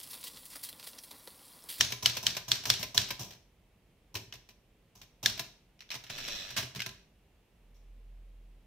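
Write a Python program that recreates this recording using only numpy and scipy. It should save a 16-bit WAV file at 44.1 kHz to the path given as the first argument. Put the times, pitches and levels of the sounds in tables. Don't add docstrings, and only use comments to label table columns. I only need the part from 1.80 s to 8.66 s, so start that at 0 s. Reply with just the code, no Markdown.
import sys
import numpy as np
from scipy import signal
from scipy.fft import rfft, irfft, next_fast_len
from scipy.io import wavfile
from scipy.ndimage import uniform_filter1d

SR = 44100
rng = np.random.default_rng(int(sys.argv[2]) if len(sys.argv) > 2 else 0)


def store_pcm(level_fs):
    pcm = np.round(np.clip(level_fs, -1, 1) * 32767).astype(np.int16)
    wavfile.write(sys.argv[1], SR, np.atleast_2d(pcm).T)


N = 302526
T = np.arange(SR // 2) / SR

# strike t/s, level/dB, bar ring f/Hz, platen ring/dB, key lead/s, fall-back delay/s
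LETTERS = [(0.0084, -5, 3130, -25, .033, .1126), (0.2586, -5, 2960, -31, .0337, .1093),
           (0.4666, -8, 3080, -28.5, .0386, .1001), (0.7165, -7.3, 3400, -35, .036, .1375),
           (0.9006, -5, 3480, -25, .033, .1275), (1.1772, -5, 3420, -17.5, .033, .1271),
           (3.4593, -6.7, 3590, -12.5, .031, .1341)]
# t/s, level/dB, thud/dB, t60/s
IDLE_KEYS = [(0.9918, -30, -42.5, .13), (1.393, -29, -37, 0.25), (2.3424, -33, -33.5, .1),
             (2.4644, -64, -55, .09), (3.152, -46, -58.5, .19), (5.944, -60, -75.5, 0.24)]
# t/s, level/dB
SPRING_PLUCKS = [(0, -37), (3.15, -68.5)]
# t/s, level/dB
KEY_DROPS = [(1.506, -41), (1.5327, -46.5), (2.3521, -26), (2.537, -39.5), (2.6888, -46), (3.2145, -42)]
# t/s, level/dB, ring f/Hz, settling t60/s
CATCH_SNAPS = [(2.5249, -29, 2970, 0.043), (3.992, -46, 2960, 0.045), (4.0057, -34, 4020, 0.048),
               (4.0204, -40.5, 4230, 0.062), (4.0906, -42.5, 3500, 0.033), (4.1038, -26, 4100, .083),
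               (4.115, -24.5, 2500, 0.13), (4.266, -39, 1720, 0.14), (4.9935, -26, 2080, 0.035),
               (5.0027, -19, 2160, 0.038), (5.019, -19, 2930, 0.044)]
# t/s, level/dB, thud/dB, t60/s
LEVER_JOLTS = [(4.1402, -31, -52, 0.082), (4.1517, -29.5, -45.5, .058), (4.238, -37.5, -59, .064),
               (4.2985, -29, -44.5, 0.081), (4.3813, -31, -58, .082), (4.48, -27, -63, 0.063),
               (4.7039, -34, -46, 0.082), (4.9484, -32.5, -60, 0.039), (4.9574, -31.5, -36.5, 0.11),
               (5.0613, -22.5, -42.5, 0.037), (5.0912, -32, -49, .03)]
# t/s, speed/share of full speed
PUSH_SPEED = [(4.295, 0.48), (4.418, .92), (4.55, 0.98), (4.651, .52), (4.78, 0.3)]

# f/Hz, level/dB
LINKAGE_COLOUR = [(30, -40.5), (150, -15), (450, -15.5), (900, -3.5), (1600, -15), (3000, -4), (4500, -7),
                  (5800, 2.5), (7400, -9.5), (10000, -15.5), (14000, -7), (16000, -11)]
SLAP_COLOUR = [(150, -36), (450, -27), (900, -18), (1600, -10), (2400, -6.5), (3200, -2), (4200, -3),
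               (5700, -3.5), (7200, -10.5), (10000, -19.5), (12000, -18), (14000, -14.5), (16000, -22)]
BASKET_COLOUR = [(30, -42), (150, -8.5), (600, -10.5), (900, -6.5), (1500, -7.5), (2600, 1), (4200, -2.5),
                 (5700, 0), (7400, -10), (10000, -15.5), (14000, -6.5), (16000, -15)]
CATCH_COLOUR = [(150, -15), (700, -18), (1300, -7), (1900, -2.5), (2900, 3), (4200, -5), (5700, 0),
                (7400, -14.5), (10000, -21.5), (14000, -15), (16000, -24)]
LEVER_COLOUR = [(30, -30), (150, 0), (450, -13.5), (1000, -4.5), (1900, 0), (2900, 2.5), (4200, -0.5),
                (5700, 0.5), (7400, -7.5), (10500, -13.5), (13500, -8), (16000, -13)]
RACK_COLOUR = [(200, -20.5), (700, -15.5), (1300, -9), (2500, -1), (4200, -0.5), (5700, -7), (7300, -10),
               (10500, -24), (13000, -15.5), (15000, -16), (16000, -26)]
# f/Hz, width/Hz, level over the colour/dB
STEEL_PEAKS = [(650, 90, 6.5), (986, 25, 0.5), (1630, 80, 0), (2880, 140, -13), (3600, 120, -9.5),
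               (3910, 240, -2), (4350, 160, -3.5), (4188, 100, -7.5), (5430, 80, 0.5), (5790, 90, -1)]
RAIL_PEAKS = [(640, 104, 10.5), (1720, 51, 5), (2520, 82, 2), (2650, 80, -2.5), (3500, 58, 2),
              (3940, 42, 6.5), (4030, 49, 4), (5550, 140, 6.5), (5710, 79, 8.5), (5700, 66, 8)]
# f/Hz, level/dB, t60/s
FRAME_MODES = [(87, -7.5, .13), (118.25, -3, .17), (181, -9, 0.084), (406, -13.5, .12)]
SPRING_MODES = [(6440, -1, .5), (11180, -14.5, .85)]
# f/Hz, level/dB
AIR_COLOUR = [(20, -22), (32, -11), (44, 2), (60, -9), (90, -11), (175, -12), (285, -19), (450, -19),
              (900, -27), (1400, -32), (2700, -28.5), (4500, -37), (7000, -40.5), (16000, -41)]
# f/Hz, t60/s
ROOM_DECAY = [(100, 0.3), (300, 0.65), (900, .42), (3000, 0.42), (6000, 0.41), (14000, .28)]
# f/Hz, correlation
MIC_LIKENESS = [(160, .99), (300, .88), (600, .8), (1200, .64), (2800, .52), (5000, .2), (12000, .05)]


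def amp(db):
    return 10 ** (np.asarray(db) / 20)


def unit(x):
    return x / np.sqrt(np.mean(x ** 2) + 1e-20)


def pan(left_db):
    return amp([[left_db / 2], [-left_db / 2]])


def along(points, hz):
    f, v = np.transpose(points)
    return np.interp(np.log(hz + 1), np.log(f + 1), v)


def add(track, s, x):
    start = round(s * SR)
    x, start = x[..., max(-start, 0):], max(start, 0)
    track[:, start:start + x.shape[-1]] += x[..., :N - start]


def filtered(x, response):
    size = x.shape[-1]
    padded = next_fast_len(size + 8192)
    return irfft(rfft(x, padded) * response(np.fft.rfftfreq(padded, 1 / SR)), padded)[..., :size]


def coloured(noise, colour):
    return unit(filtered(noise, lambda hz: amp(along(colour, hz))))


def spread(pair):
    turn = lambda hz: np.arccos(np.clip(along(MIC_LIKENESS, hz), -1, 1)) / 2
    mid, side = filtered(pair, lambda hz: np.array([np.cos(turn(hz)), np.sin(turn(hz))]))
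    return np.array([mid + side, mid - side])


def stereo_noise(size):
    return spread(rng.standard_normal((2, size)))


def ping(hz, t60, rise_s=.0005):
    envelope = (1 - np.exp(-(T / rise_s) ** 2)) * amp(-60 * T / t60)
    return envelope * np.sin(2 * np.pi * (hz * T + rng.random()))


def metal(colour, resonances=STEEL_PEAKS, size=4096):
    hz = np.fft.rfftfreq(size, 1 / SR)
    peaks = sum(amp(db) ** 2 / (1 + (2 * (hz - f) / width) ** 2) for f, width, db in resonances)
    cepstrum = irfft(np.log(amp(along(colour, hz)) * np.sqrt(1 + 2 * peaks)))
    cepstrum[1:size // 2] *= 2
    cepstrum[size // 2 + 1:] = 0
    response = irfft(np.exp(rfft(cepstrum)))
    return response[None] / np.linalg.norm(response)


def contact(envelope, part):
    burst = signal.fftconvolve(stereo_noise(len(T)) * envelope, part, axes=1)[:, :len(T)]
    return burst * np.linalg.norm(envelope) / np.linalg.norm(burst, axis=1, keepdims=True)


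def thud(rise_s=0.01, lowest_hz=62, desk_db=-6, desk_t60=0.13):
    frame = sum(amp(db + rng.normal(0, 1.6)) * ping(hz * rng.normal(1, 0.02), t60, rise_s)
                for hz, db, t60 in FRAME_MODES)
    desk = coloured(rng.standard_normal(len(T)), [(100, 0.5), (220, -2.5), (700, -19.5), (2000, -50)])
    desk *= (1 - np.exp(-T / rise_s)) * amp(desk_db - 60 * T / desk_t60)
    return signal.sosfilt(signal.butter(2, lowest_hz, "highpass", fs=SR, output="sos"), frame + desk)


def walls(x, wet_db, build_s=0.0063):
    hz, t, spectra = signal.stft(rng.standard_normal((2, len(T))), SR, nperseg=256)
    decay = amp(-60 * t / along(ROOM_DECAY, hz)[:, None])
    tail = signal.istft(spectra * decay, SR, nperseg=256)[1][:, :len(T)]
    tail = spread(tail) * (1 - np.exp(-(T / build_s) ** 2))
    return amp(wet_db) * signal.fftconvolve(x, tail / np.linalg.norm(tail[0]), axes=1)


def in_room(x, wet_db):
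    return np.pad(x, ((0, 0), (0, len(T) - 1))) + walls(x, wet_db)


def knocks(rows, colour, gain_db, thud_db, cover_db, chatter_db, wet_db):
    track, part = np.zeros((2, N)), metal(colour)
    attack = 1 - np.exp(-T / .001)
    loose = 1 - np.exp(-T / 0.0037)
    for s, db, low_db, t60 in rows:
        flutter = unit(uniform_filter1d(rng.standard_normal(len(T)), size=90))
        decay = attack * amp(-60 * T / t60)
        rattle = decay * amp(chatter_db * loose * flutter)
        rattle *= np.linalg.norm(decay) / np.linalg.norm(rattle)
        cover = amp(cover_db + rng.normal(0, 1)) * ping(hz=1012 * rng.normal(1, 0.0083), t60=0.23)
        blow = amp(db + gain_db) * contact(rattle, part) + amp(low_db + thud_db) * thud()
        add(track, s, in_room(blow, wet_db))
        add(track, s, amp(db + gain_db) * cover)
    return track


def keys(press_db=-19.5, press_thud_db=-12, press_t60=.16):
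    presses = [(s - lead_s, db + press_db, db + press_db + press_thud_db, press_t60)
               for s, db, _, _, lead_s, _ in LETTERS]
    return knocks(presses + IDLE_KEYS, LINKAGE_COLOUR,
                  gain_db=-9, thud_db=3, cover_db=-16, chatter_db=4, wet_db=-4.5)


def typebars(gain_db=-3, thud_db=-27, swing_db=-25, swing_s=.012, rise_s=0.00071, snap_t60=0.012,
             ring_db=-14, ring_t60=0.055, step_db=-24, step_s=0.041):
    track, part = np.zeros((2, N)), metal(SLAP_COLOUR)
    swing = amp(swing_db) * T / swing_s * (T < swing_s)
    attack = 1 - np.exp(-(T / rise_s) ** 2)
    slap = attack * (amp(-60 * T / snap_t60) + amp(ring_db - 60 * T / ring_t60))
    step = amp(step_db) * np.exp(-((T - step_s) / 0.0035) ** 2)
    for s, db, bar_hz, platen_db, _, _ in LETTERS:
        force = amp(db + gain_db) * pan(left_db=0.3)
        clack = contact(slap, part) + contact(step, part)
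        bar = amp(-1) * ping(bar_hz, t60=0.017, rise_s=.0007)
        platen = amp(platen_db + 2) * ping(hz=1715, t60=.028) * pan(left_db=4)
        tail = walls(np.linalg.norm(slap) * np.repeat(part, 2, axis=0), wet_db=-7.5)
        add(track, s - swing_s, force * contact(swing, part))
        add(track, s, force * (clack + bar + platen))
        add(track, s, force * tail)
        add(track, s, in_room(amp(db + thud_db) * thud()[None], wet_db=-3.5))
    return track


def spring():
    track = np.zeros((2, N))
    for s, db in SPRING_PLUCKS:
        for hz, mode_db, t60 in SPRING_MODES:
            add(track, s, amp(db + mode_db) * ping(hz, t60, rise_s=.004))
    return track


def room_tone(gain_db=-65.5):
    return amp(gain_db) * coloured(stereo_noise(N), AIR_COLOUR)


def fall_backs(lift_s=.018, bounce_s=.016, bounce_db=-7.5, drop_thud_db=-15.5, drop_t60=0.062):
    landings = [s + fall_s for s, *_, fall_s in LETTERS]
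    lifts = [(s - lift_s, -36, -54, 0.071) for s in landings]
    bars = [(s, -24, -44.5, 0.063) for s in landings]
    levers = [(s + k * bounce_s, db + k * bounce_db, db + k * bounce_db + drop_thud_db, drop_t60)
              for s, db in KEY_DROPS for k in range(2)]
    return knocks(bars + levers + lifts, BASKET_COLOUR,
                  gain_db=-2.5, thud_db=4, cover_db=-23, chatter_db=-1, wet_db=-9)


def catches(gain_db=-3, ring_db=-7, snap_t60=0.0029, settle_db=-8):
    track, part = np.zeros((2, N)), metal(CATCH_COLOUR)
    attack = 1 - np.exp(-T / .0004)
    for s, db, hz, t60 in CATCH_SNAPS:
        force = amp(db + gain_db)
        snap = attack * (amp(-60 * T / snap_t60) + amp(settle_db - 60 * T / t60))
        add(track, s, in_room(force * contact(snap, part), wet_db=-8))
        add(track, s, force * amp(ring_db) * ping(hz, t60=0.026))
    return track


def lever_and_stop(stop_s=4.7634):
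    slam = (stop_s, -25, -45, 0.22)
    recoil = (stop_s + .0097, -20.5, -36.5, 0.13)
    rock_back = (stop_s + .062, -32, -37.5, 0.11)
    return knocks(LEVER_JOLTS + [slam, recoil, rock_back], LEVER_COLOUR,
                  gain_db=-5.5, thud_db=3, cover_db=-25, chatter_db=1.5, wet_db=-9)


def carriage(gain_db=-43.5, slowest_hz=70, faster_hz=60, tooth_decay_db=15, uneven_db=1.9, rumble_db=-14):
    speed = np.interp(np.arange(N) / SR, *np.transpose(PUSH_SPEED), left=0, right=0)
    wobble = 1 + 0.1 * unit(uniform_filter1d(rng.standard_normal(N), size=1500))
    teeth_hz = (slowest_hz + faster_hz * speed) * wobble
    travel = np.cumsum(np.abs(teeth_hz)) / SR
    tooth = travel.astype(int)
    ticks = amp(uneven_db * rng.standard_normal(N)[tooth] - tooth_decay_db * (travel - tooth))
    ratchet = signal.fftconvolve(stereo_noise(N) * ticks, metal(RACK_COLOUR, RAIL_PEAKS), axes=1)[:, :N]
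    rumble = coloured(stereo_noise(N), [(40, -7.5), (110, -10), (220, -13), (600, -19.5), (2000, -86)])
    slide = amp(gain_db) * speed * (unit(ratchet) + amp(rumble_db) * rumble)
    return in_room(slide, wet_db=-1.5)[:, :N]


def hum(start_s=5.73, length_s=1.24, hz=41.6, gain_db=-50.5, octave_db=-21):
    t = np.arange(N) / SR
    swell = np.sin(np.pi * np.clip((t - start_s) / length_s, 0, 1))
    phase = 2 * np.pi * hz * t
    return np.sqrt(2) * amp(gain_db) * swell * (np.sin(phase) + amp(octave_db) * np.sin(2 * phase))


def scene():
    middle = typebars() + keys() + fall_backs() + catches() + spring()
    right = lever_and_stop() + carriage() + room_tone() + hum()
    return middle + right * pan(left_db=-1.2)


def record(dry):
    top_hz = 15700
    return filtered(dry, lambda hz: 1 / (1 + (hz / top_hz) ** 100))


dry = scene()
out = record(dry)
store_pcm(out)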